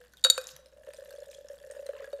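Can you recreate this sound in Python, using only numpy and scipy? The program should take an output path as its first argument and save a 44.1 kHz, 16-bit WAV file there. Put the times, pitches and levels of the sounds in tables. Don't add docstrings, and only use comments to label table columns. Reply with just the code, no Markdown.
import sys
import numpy as np
from scipy import signal
from scipy.fft import rfft, irfft, next_fast_len
from scipy.io import wavfile

SR = 44100
rng = np.random.default_rng(int(sys.argv[2]) if len(sys.argv) > 2 else 0)


def transcribe(signal):
    frames = np.atleast_2d(signal).T
    limited = np.clip(frames, -1, 1)
    pcm = np.round(limited * 32767).astype(np.int16)
    wavfile.write(sys.argv[1], SR, pcm)


N = 97020

# frequency in Hz, relative level in dB.
AIR_SPECTRUM = [(25, -2.5), (150, -2.5), (600, -10.5), (4000, -22), (15000, -29)]
# start in seconds, level in dB, pitch in Hz, t60 in seconds.
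COLUMN_RINGS = [(.001, -49.5, 491.4, 0.28), (2.131, -25, 564, 0.13)]
# time in seconds, levels in dB of small gulps, splashes and ticks.
STREAM_LEVELS = [(0, -85, -50.5, -61.5), (.1, -71.5, -73.5, -68), (0.491, -80, -61.5, -52),
                 (.6, -63.5, -71, -70.5), (.8, -50.5, -68, -70), (0.891, -51, -56.5, -60),
                 (1.351, -48.5, -67.5, -59), (1.458, -60, -64, -65.5), (1.699, -44, -61.5, -59.5),
                 (1.918, -50.5, -59, -63.5), (2.019, -45, -54.5, -60), (2.111, -62, -63, -61.5)]
# start in seconds, relative levels in dB of tick and splash.
FROTH_POPS = [(0.135, -44, -59), (0.17, -38.5, -73), (0.413, -35, -50), (0.4397, -33.5, -53.5),
              (0.4693, -28.5, -83), (0.5631, -34, -55.5), (0.6587, -44.5, -66.5), (0.9348, -36.5, -52.5),
              (0.9681, -42.5, -69), (1.0472, -44, -81.5), (1.1059, -39, -54), (1.3138, -43, -60.5),
              (1.346, -37, -71.5), (1.485, -39.5, -56.5), (1.711, -36, -54.5), (1.8639, -37, -46.5),
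              (2.0435, -50, -47),]
# start in seconds, peak level in dB, pitch in Hz.
BUBBLE_DRIPS = [(0.1369, -51, 1490), (0.1856, -52, 3270), (1.638, -49, 1787), (1.708, -46.5, 1827),
                (1.866, -42, 4070), (2.044, -38, 1666)]
# frequency in Hz, relative level in dB.
TICK_SPECTRUM = [(500, -21.5), (2200, -9), (3700, 4), (5600, -0.5), (7000, 5.5), (9000, 0), (11500, -0.5),
                 (13000, -5), (15500, -17)]
SPLASH_SPECTRUM = [(370, -27), (500, 1.5), (750, -3), (1250, -6), (1720, 5.5), (2200, -10.5), (2800, -3.5),
                   (4000, -17), (7000, -21)]
KNOCK_SPECTRUM = [(100, -40.5), (340, -35.5), (560, -1), (800, -12.5), (1200, -1), (1500, 4.5), (2000, -16),
                  (3000, -9), (6000, -32)]
CRACK_SPECTRUM = [(300, -31.5), (2000, -9.5), (3700, -2.5), (5400, -4), (7000, 1.5), (9500, -0.5),
                  (12500, -13), (15000, -11.5)]
# start in seconds, wall level in dB, treble cutoff in Hz,
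# longest wall t60 in seconds, levels in dB of air column, knock and crack.
SPOUT_CONTACTS = [(0.2397, -13.5, 7100, 0.065, -78, -56, -32),
                  (0.2471, -11.5, 4570, 0.18, -23.5, -14, -20.5),
                  (0.2998, -7, 10500, 0.032, -33.5, -32, -19.5),
                  (0.3781, -30.5, 7000, 0.027, -24, -24, -29.5),
                  (2.129, -47, 3560, 0.063, -66, -42.5, -52.5)]
# start in seconds, levels in dB of knock and crack.
SPOUT_RATTLES = [(0.2574, -25, -35), (0.2667, -25, -36.5)]
# frequency in Hz, relative level in dB, t60 in seconds.
WALL_MODES = [(3768, -7, .05), (3802, -1, .16), (4484, -1, .062), (6890, -10, .04), (7075, -2, .044),
              (7170, -8, .036), (8418, -6, .042), (9030, -8, .042), (11560, -11, .05), (14200, -18, .035)]
COLUMN_MODES = [(517.4, -2, 0.12), (1561, -9, 0.086), (2490, -23, .17)]
# middle and width in seconds, typical droplet level in dB and pitch in Hz.
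SHOWERS = [(0.495, 0.033, -39.5, 6870), (1.334, 0.029, -48.5, 5650), (1.534, 0.037, -51.5, 9400),
           (1.994, .06, -49.5, 1910)]
# time near the peak in seconds, relative level in dB.
BIG_DROPS = [(.595, -49.5), (.664, -50.5), (.846, -49), (.878, -37.5), (.891, -32.5), (.99, -35),
             (1.003, -40.5), (1.026, -38.5), (1.087, -43), (1.118, -39.5), (1.143, -36.5), (1.188, -37),
             (1.227, -36), (1.294, -37), (1.337, -41), (1.359, -46.5), (1.389, -37.5), (1.413, -42),
             (1.451, -40), (1.505, -35), (1.517, -41), (1.537, -40), (1.646, -40), (1.705, -35),
             (1.724, -43.5), (1.751, -43.5), (1.769, -37), (1.798, -33), (1.832, -34), (1.864, -36.5),
             (1.896, -24), (1.951, -38.5), (2.005, -36), (2.025, -38.5), (2.047, -42), (2.081, -38),
             (2.195, -35)]
# start in seconds, level in dB, starting pitch in Hz.
LARGE_BUBBLES = [(1.932, -37.5, 470), (2.02, -40.5, 453), (2.128, -37.5, 446)]
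# frequency in Hz, t60 in seconds.
KITCHEN_DECAY = [(200, 0.72), (1000, 0.73), (4000, 0.35), (8000, 0.31), (15000, 0.07)]

HUM_HZ, HUM_DB, AIR_DB = 61, -70, -71.5
TICK_T60_S, SPLASH_T60_S, KNOCK_T60_S, CRACK_T60_S = 0.008, 0.02, 0.017, 0.028
PING_LOW_HZ, PING_HIGH_HZ, PING_DB = 3320, 12500, -2.5
POP_TICK_DB, POP_SPLASH_DB, SPATTER_S, SPATTER_LOSS_DB = -5, 4, 0.012, 6
CHOKE_S, COLUMN_RISE_S = 0.0057, 0.001
LINGER_HZ, LINGER_DB, LINGER_T60_S = 3870, -41, 0.71
DROPLETS_PER_S, DROPLET_SPREAD, DROPLET_CYCLES = 700, 0.452, 21
GULP_HZ, GULP_SLIDE_HZ, GULP_SPREAD = 580.6, 85, 0.045
GULP_RISE_S, GULP_LEAD_S, GULP_TAIL_T60_S, GULP_TAIL_DB = 0.0025, 0.0065, 0.12, -8
OVERTONE_HZ, OVERTONE_DB, OVERTONE_T60_S = 1713, -18, 0.027
BIG_GULP_DB, PLUNGE_DB = -1.5, -18.5
BURBLE_FALL_HZ_PER_S, BURBLE_T60_S = 900, 0.097
GLASS_ROOM_DB, GURGLE_ROOM_DB, SPATTER_ROOM_DB, ROOM_DELAY_S = -18, -17, -11, 0.008
LOW_CUT_HZ, TOP_HZ = 410, 15400


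def amp(db):
    return 10 ** (np.asarray(db) / 20)


def along(points, hz):
    known_hz, values = np.transpose(points)
    return np.interp(np.log(hz + 1), np.log(known_hz + 1), values)


def ages():
    return np.arange(SR * 3 // 5) / SR


def fade(t, t60):
    return np.exp(-np.log(1000) * t / t60)


def ring(hz, t60, attack_s):
    t = ages()
    return np.sin(2 * np.pi * hz * t) * fade(t, t60) * (1 - np.exp(-t / attack_s))


def burst(spectrum, t60, size=2048):
    t = np.arange(size) / SR
    gain = amp(along(spectrum, np.fft.rfftfreq(size, 1 / SR)))
    cepstrum = irfft(np.log(gain / np.sqrt(np.mean(gain ** 2))), size)
    causal_fold = np.r_[1, np.full(size // 2 - 1, 2), 1, np.zeros(size // 2 - 1)]
    response = np.exp(rfft(cepstrum * causal_fold))
    puff = rng.standard_normal(size) * fade(t, t60) * (1 - np.exp(-t / 0.00024))
    return irfft(rfft(puff) * response, size)


def add(track, start, sound):
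    part = track[max(round(start * SR), 0):][:len(sound)]
    part += sound[:len(part)]


def scatter(count, column, spread_db):
    jitter, strength = rng.random((count, 2)).T
    starts = (np.arange(count) + 2 * jitter) / count * N / SR
    curve = np.transpose(STREAM_LEVELS)
    levels = np.interp(starts, curve[0], curve[column]) + spread_db * (2 * strength - 1)
    return zip(starts, levels)


def background():
    hum = np.sqrt(2) * np.sin(2 * np.pi * HUM_HZ * np.arange(N) / SR)
    colour = amp(along(AIR_SPECTRUM, np.fft.rfftfreq(N, 1 / SR)))
    air = irfft(rfft(rng.standard_normal(N)) * colour, N)
    return amp(HUM_DB) * hum + amp(AIR_DB) * air / air.std()


def air_column():
    out = np.zeros(N)
    for start, db, hz, t60 in COLUMN_RINGS:
        add(out, start, amp(db) * ring(hz, t60, attack_s=0.0022))
    return out


def bubble(hz, t60_cycles=78):
    t = ages()[:SR // 16]
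    return np.sin(2 * np.pi * hz * t) * fade(t, t60_cycles / hz)


def tick():
    snap = burst([(hz, db + rng.normal(0, 7)) for hz, db in TICK_SPECTRUM], TICK_T60_S)
    ping_hz = PING_LOW_HZ * (PING_HIGH_HZ / PING_LOW_HZ) ** rng.random()
    add(snap, 0, amp(PING_DB) * bubble(ping_hz))
    return snap


def froth():
    out = np.zeros(N)
    pop_delay_s = 0.0008
    for start, tick_db, splash_db in FROTH_POPS:
        pop_db = tick_db + POP_TICK_DB
        add(out, start + pop_delay_s, amp(pop_db) * tick())
        add(out, start + SPATTER_S * rng.random(), amp(pop_db - SPATTER_LOSS_DB) * tick())
        splash = burst(SPLASH_SPECTRUM, SPLASH_T60_S)
        add(out, start + pop_delay_s, amp(splash_db + POP_SPLASH_DB) * splash)
    for start, db, hz in BUBBLE_DRIPS:
        add(out, start, amp(db) * bubble(hz))
    for start, db in scatter(count=480, column=3, spread_db=8.5):
        add(out, start, amp(db) * tick())
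    for start, db in scatter(count=230, column=2, spread_db=11):
        add(out, start, amp(db) * burst(SPLASH_SPECTRUM, SPLASH_T60_S))
    return out


def clinks():
    out, t = np.zeros(N), ages()
    ends = [row[0] for row in SPOUT_CONTACTS[1:]] + [N / SR]
    for contact, end in zip(SPOUT_CONTACTS, ends):
        start, wall_db, cutoff_hz, longest_t60, air_db, knock_db, crack_db = contact
        wall = np.zeros_like(t)
        for hz, db, t60 in WALL_MODES:
            gain = amp(db + rng.normal(0, 1)) / np.hypot(1, (hz / cutoff_hz) ** 2)
            wall += gain * ring(hz, min(t60, longest_t60), attack_s=0.00098)
        choke = np.exp(-np.maximum(t - (end - start), 0) / CHOKE_S)
        air = sum(amp(db) * ring(hz, t60, COLUMN_RISE_S) for hz, db, t60 in COLUMN_MODES)
        add(out, start, amp(wall_db) * wall * choke + amp(air_db) * air)
        add(out, start, amp(wall_db + LINGER_DB) * ring(LINGER_HZ, LINGER_T60_S, CHOKE_S))
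        add(out, start, amp(crack_db) * burst(CRACK_SPECTRUM, CRACK_T60_S))
        add(out, start, amp(knock_db) * burst(KNOCK_SPECTRUM, KNOCK_T60_S))
    for start, knock_db, crack_db in SPOUT_RATTLES:
        add(out, start, amp(knock_db) * burst(KNOCK_SPECTRUM, KNOCK_T60_S))
        add(out, start, amp(crack_db) * burst(CRACK_SPECTRUM, CRACK_T60_S))
    return out


def sprays():
    out = np.zeros(N)
    for middle, width_s, db, typical_hz in SHOWERS:
        for when, pitch, size in rng.standard_normal((int(width_s * DROPLETS_PER_S), 3)):
            hz = min(typical_hz * np.exp(DROPLET_SPREAD * pitch), TOP_HZ)
            droplet = ring(hz, t60=DROPLET_CYCLES / hz, attack_s=0.5 / hz)
            add(out, middle + width_s * when / 2, amp(db + 2 * size) * droplet)
    return out


def bump(start=0.528, db=-49.5):
    out = np.zeros(N)
    add(out, start, amp(db) * ring(hz=139.6, t60=0.15, attack_s=0.019))
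    return out


def gulp(hz):
    t = ages()
    rise = t / GULP_RISE_S
    swell = (rise / 2) ** 2 * np.exp(2 - rise)
    tail = amp(GULP_TAIL_DB) * fade(t, GULP_TAIL_T60_S) * (1 - np.exp(-rise / 2))
    phase = 2 * np.pi * np.cumsum(hz - GULP_SLIDE_HZ * np.exp(-rise / 2)) / SR
    overtone = amp(OVERTONE_DB) * ring(OVERTONE_HZ, OVERTONE_T60_S, COLUMN_RISE_S)
    return (swell + tail) * np.sin(phase) + overtone


def gurgle():
    out = np.zeros(N)
    for peak_s, db in BIG_DROPS:
        start = peak_s - GULP_LEAD_S
        add(out, start, amp(db + BIG_GULP_DB) * gulp(GULP_HZ))
        add(out, start, amp(db + PLUNGE_DB) * burst(SPLASH_SPECTRUM, SPLASH_T60_S))
    for start, db in scatter(count=105, column=1, spread_db=3.5):
        add(out, start, amp(db) * gulp(GULP_HZ * np.exp(rng.normal(0, GULP_SPREAD))))
    return out


def burbles():
    out, t = np.zeros(N), ages()
    for start, db, hz in LARGE_BUBBLES:
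        add(out, start, amp(db) * ring(hz - BURBLE_FALL_HZ_PER_S * t / 2, BURBLE_T60_S, GULP_RISE_S))
    return out


def radiated(sound):
    return signal.sosfilt(signal.butter(4, LOW_CUT_HZ, "highpass", fs=SR, output="sos"), sound)


def kitchen(sound):
    hz, t, spectra = signal.stft(rng.standard_normal(SR), SR, nperseg=256)
    decay = fade(t, along(KITCHEN_DECAY, hz)[:, None])
    tail = signal.istft(spectra * decay, SR, nperseg=256)[1]
    response = np.pad(tail / np.linalg.norm(tail), (round(ROOM_DELAY_S * SR), 0))
    return signal.fftconvolve(sound, response)[:N]


def scene():
    floor = background() + bump()
    glass = radiated(clinks())
    glass_room = amp(GLASS_ROOM_DB) * kitchen(glass)
    plops = radiated(air_column() + gurgle() + burbles())
    spatter = froth() + sprays()
    pour_room = kitchen(amp(GURGLE_ROOM_DB) * plops + amp(SPATTER_ROOM_DB) * spatter)
    return (floor + glass + glass_room + plops + spatter + pour_room)[None]


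def record(dry):
    size = next_fast_len(N + SR // 2)
    hz = np.fft.rfftfreq(size, 1 / SR)
    gain = 1 / np.hypot(1, (hz / TOP_HZ) ** 60)
    return irfft(rfft(dry, size) * gain, size)[:, :N]


dry = scene()
out = record(dry)
transcribe(out)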